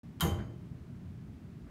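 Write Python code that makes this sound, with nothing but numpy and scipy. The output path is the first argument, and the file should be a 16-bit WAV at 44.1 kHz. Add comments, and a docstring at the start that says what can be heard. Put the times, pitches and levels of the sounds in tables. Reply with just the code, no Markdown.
"""Ventilation rumbles in a hard-walled room. A few metres away, the steel plates of a gym weight stack
clank together once: a light touch, then the main blow, which sets the plates ringing.
The load thuds on the machine's frame and rebounds, mostly more softly each time.
The linkage knocks faintly among the rebounds, and once more near the end."""
import sys
import numpy as np
from scipy import signal
from scipy.fft import irfft
from scipy.io import wavfile

SR = 44100
rng = np.random.default_rng(int(sys.argv[2]) if len(sys.argv) > 2 else 0)


def put_to_file(sound):
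    """Save the sound as 16-bit audio at rate SR, in the file named by the first command-line argument."""
    columns = np.atleast_2d(sound).T  # one column per channel
    safe = np.clip(columns, -1, 1)
    whole_steps = np.round(safe * 32767)
    wavfile.write(sys.argv[1], SR, whole_steps.astype(np.int16))


N = 74970
T = np.arange(N) / SR


def amp(db):
    """Turns decibels into a number to multiply a sound by."""
    return 10 ** (np.asarray(db) / 20)


def read(points, hz):
    """Looks up a value between a table's rows, with every octave equally wide."""
    f, value = np.transpose(points)
    return np.interp(np.log(hz + 1), np.log(f), value)


def delayed(x, s):
    """Starts a sound s seconds in."""
    return np.concatenate([np.zeros(max(round(s * SR), 0)), x])[:N]


def rise(seconds):
    """Climbs smoothly from 0 to 1."""
    return np.sin(np.pi / 2 * np.minimum(T / seconds, 1)) ** 2


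def decay(fade_s):
    """Dies away. A fade time is how long a sound takes to fall by 60 dB."""
    return np.exp(-np.log(1000) * T / fade_s)


def muffle(x, cutoff_hz):
    """Dulls a sound by turning down what lies above the cutoff."""
    return signal.lfilter(*signal.butter(2, min(cutoff_hz, SR / 2 - 1), fs=SR), x)


def noise(colour):
    """Noise of a standard strength; its colour is its balance of low and high frequencies."""
    hz = np.fft.rfftfreq(N, 1 / SR)
    phases = np.exp(2j * np.pi * rng.random(len(hz)))
    x = irfft(amp(read(colour, hz)) * phases, N)
    return x / x.std()


def room_tail(colour):
    """Dense ringing that dies away in the room, the highs soonest."""
    # how long the room rings (frequency [Hz], fade time [s])
    room_fades = [(80, 0.72), (300, 1), (1000, 0.51), (2500, .45), (5000, 0.35), (8000, .35), (12000, 0.27),
                  (16000, .23)]
    hz, t, bands = signal.stft(noise(colour), SR, nperseg=512)
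    bands = bands * 10 ** (-3 * t / read(room_fades, hz)[:, None])
    return signal.istft(bands, SR, nperseg=512)[1][:N]


def clean_ring(tones):
    """The fading tones of a struck object, heard directly."""
    return sum(amp(db) * np.sin(2 * np.pi * hz * T) * decay(fade_s) for hz, db, fade_s in tones)


def wavering_ring(tones, depth, flutter_hz):
    """Fading tones that each waver as reflections from the walls mix in."""
    out, f = np.zeros(N), np.fft.fftfreq(N, 1 / SR)
    for hz, db, fade_s in tones:
        # a slow random wobble of level and phase
        scatter = np.fft.ifft(np.exp(2j * np.pi * rng.random(N) - (f / flutter_hz) ** 2))
        waver = (1 + depth * scatter / scatter.std()) / np.hypot(1, depth)
        out += amp(db) * decay(fade_s) * (waver * np.exp(2j * np.pi * hz * T)).imag
    return out


def ventilation():
    """Moving air makes a steady, low rumble."""
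    # colour of the rumble (frequency [Hz], relative level [dB])
    air_colour = [(20, -34), (35, -22), (55, -5), (85, -3), (125, -0.5), (185, -2), (255, -7), (310, -14.5),
                  (410, -18.5), (510, -30.5), (620, -26), (780, -31.5), (1300, -33.5), (2350, -38.5),
                  (3300, -43), (7000, -50), (11000, -54.5), (16000, -56.5)]
    return amp(-47) * noise(air_colour)


def linkage():
    """Soft, dull knocks as the machine's connecting parts take up the load."""
    # knocks of the linkage (time [s], level [dB], cutoff [Hz])
    knocks = [(0.387, -48.5, 4900), (1.666, -55.5, 1100)]
    # colour of a knock (frequency [Hz], relative level [dB])
    knock_colour = [(100, -21), (400, 6), (900, -2.5), (1500, 6), (2600, -11.5), (4000, -13), (8000, -27),
                    (16000, -28)]
    out = np.zeros(N)
    shape = rise(seconds=0.004) * decay(fade_s=0.29)
    for s, db, cutoff_hz in knocks:
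        knock = muffle(noise(knock_colour), cutoff_hz) * shape
        out += amp(db) * delayed(knock, s)
    return out


def frame():
    """Each blow of the load punches the frame and makes its low tones swell; the room booms."""
    # blows on the frame (time [s], relative level [dB], cutoff [Hz])
    thuds = [(.214, -0.5, 750), (.296, -5, 116.5), (.348, -7, 97), (0.691, -20, 202), (1.036, -17.5, 149)]
    # direct push of the frame (frequency [Hz], relative level [dB], fade time [s])
    punch_tones = [(81.1, -18.5, 0.18), (162.7, -15, 0.21)]
    # the frame's own tones (frequency [Hz], relative level [dB], fade time [s])
    frame_tones = [(57.6, -8.5, 0.54), (85.2, 1.5, 0.63), (119.3, -4.5, 0.95), (170.8, -8.5, 0.27),
                   (204.2, -8.5, 1), (322, -11, 0.77), (346.7, -8.5, 0.81), (402, -6.5, 0.33),
                   (471.6, -8.5, 0.62), (604, -17, 0.87), (679, -12, 0.56), (797.6, -5, 0.44)]
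    # the room's answer to a thud (frequency [Hz], relative level [dB])
    boom_colour = [(30, -34), (70, -3.5), (170, -6), (260, -3.5), (400, -6), (800, -8), (1600, -28),
                   (5000, -60)]
    out = np.zeros(N)
    punch = clean_ring(punch_tones) * rise(seconds=0.038)
    for s, db, cutoff_hz in thuds:
        body = amp(-27.5) * wavering_ring(frame_tones, depth=0.51, flutter_hz=17) * rise(seconds=0.056)
        boom = amp(-35) * room_tail(boom_colour) * rise(seconds=0.036)
        out += amp(db) * delayed(muffle(punch + body + boom, cutoff_hz), s)
    return out


def plates():
    """Steel hits steel: each contact cracks, pings and clangs; the hardest leaves the plates ringing."""
    # plate contacts (time [s], relative level [dB], extra level for the ping [dB], cutoff [Hz])
    contacts = [(0.1992, -19.5, -5, 6600), (.2066, -15.5, -9, 14000), (.208, -3.5, -6, 19000),
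                (.2108, -7.5, 6, 9760), (.2178, -10, 8.5, 14000)]
    # sharp crack of a contact (frequency [Hz], relative level [dB])
    crack_colour = [(300, -36), (700, -15), (1400, 1), (3000, -2), (6000, -8), (9500, -6), (12500, -0.5),
                    (16000, -10)]
    # direct ring of a contact (frequency [Hz], relative level [dB], fade time [s])
    ping_tones = [(1021, -37, 0.087), (1347, -27.5, 0.043), (3092, -25, 0.039), (3157, -33.5, 0.036)]
    # dense ringing of the stack in the room (frequency [Hz], relative level [dB])
    clang_colour = [(200, -3), (600, -12.5), (1000, 2), (1400, -1), (2400, -11), (2850, -10), (3110, 1),
                    (3400, -13), (4200, -13), (5500, -16.5), (6200, -10), (6570, -7.5), (7200, -9.5),
                    (8200, -16.5), (9600, -7), (10400, -17.5), (12500, -2.5), (14000, -13), (16000, -18)]
    # the plates' own tones (frequency [Hz], relative level [dB], fade time [s])
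    plate_tones = [(987, -9, 0.56), (1015, -18, 0.72), (1082, -10.5, 0.68), (1152, -7, .45),
                   (1372, -6, 0.2), (2075, -18.5, 0.82), (2777, -15.5, .33), (3090, -12, .4),
                   (3087, -5, 0.56), (3077, -10.5, 0.46), (3188, -8.5, 0.38), (3122, 0, 0.18),
                   (3764, -8, 0.29), (4790, -17, 0.48), (6480, -8.5, 0.37), (6535, -17.5, 0.53),
                   (7135, -16, 0.38), (10550, -14, .27), (11597, -11, .21), (11657, -11, .25)]
    out = np.zeros(N)
    ping = clean_ring(ping_tones) * rise(seconds=0.003)
    for s, db, ping_db, cutoff_hz in contacts:
        crack = amp(-22) * noise(crack_colour) * decay(fade_s=0.008)
        clang = amp(-32) * room_tail(clang_colour) * rise(seconds=0.0015)
        out += amp(db) * delayed(muffle(crack + amp(ping_db) * ping + clang, cutoff_hz), s)
    main_blow_s = max(contacts, key=lambda row: row[1])[0]
    ringing = wavering_ring(plate_tones, depth=1.22, flutter_hz=27.6) * rise(seconds=0.01)
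    return out + amp(-35) * delayed(ringing, main_blow_s)


def scene():
    """The ventilation and the machine together, in one channel."""
    return (ventilation() + linkage() + frame() + plates())[None]


def record(dry):
    """Fades in quickly after a moment of silence and removes the very highest treble."""
    start_s, cutoff_hz = 0.032, 15800
    faded_in = dry * delayed(rise(seconds=0.001), start_s)
    treble_cut = signal.firwin(511, cutoff_hz, window=("kaiser", 9), fs=SR)
    return signal.oaconvolve(faded_in, treble_cut[None], "same")


dry = scene()
out = record(dry)
put_to_file(out)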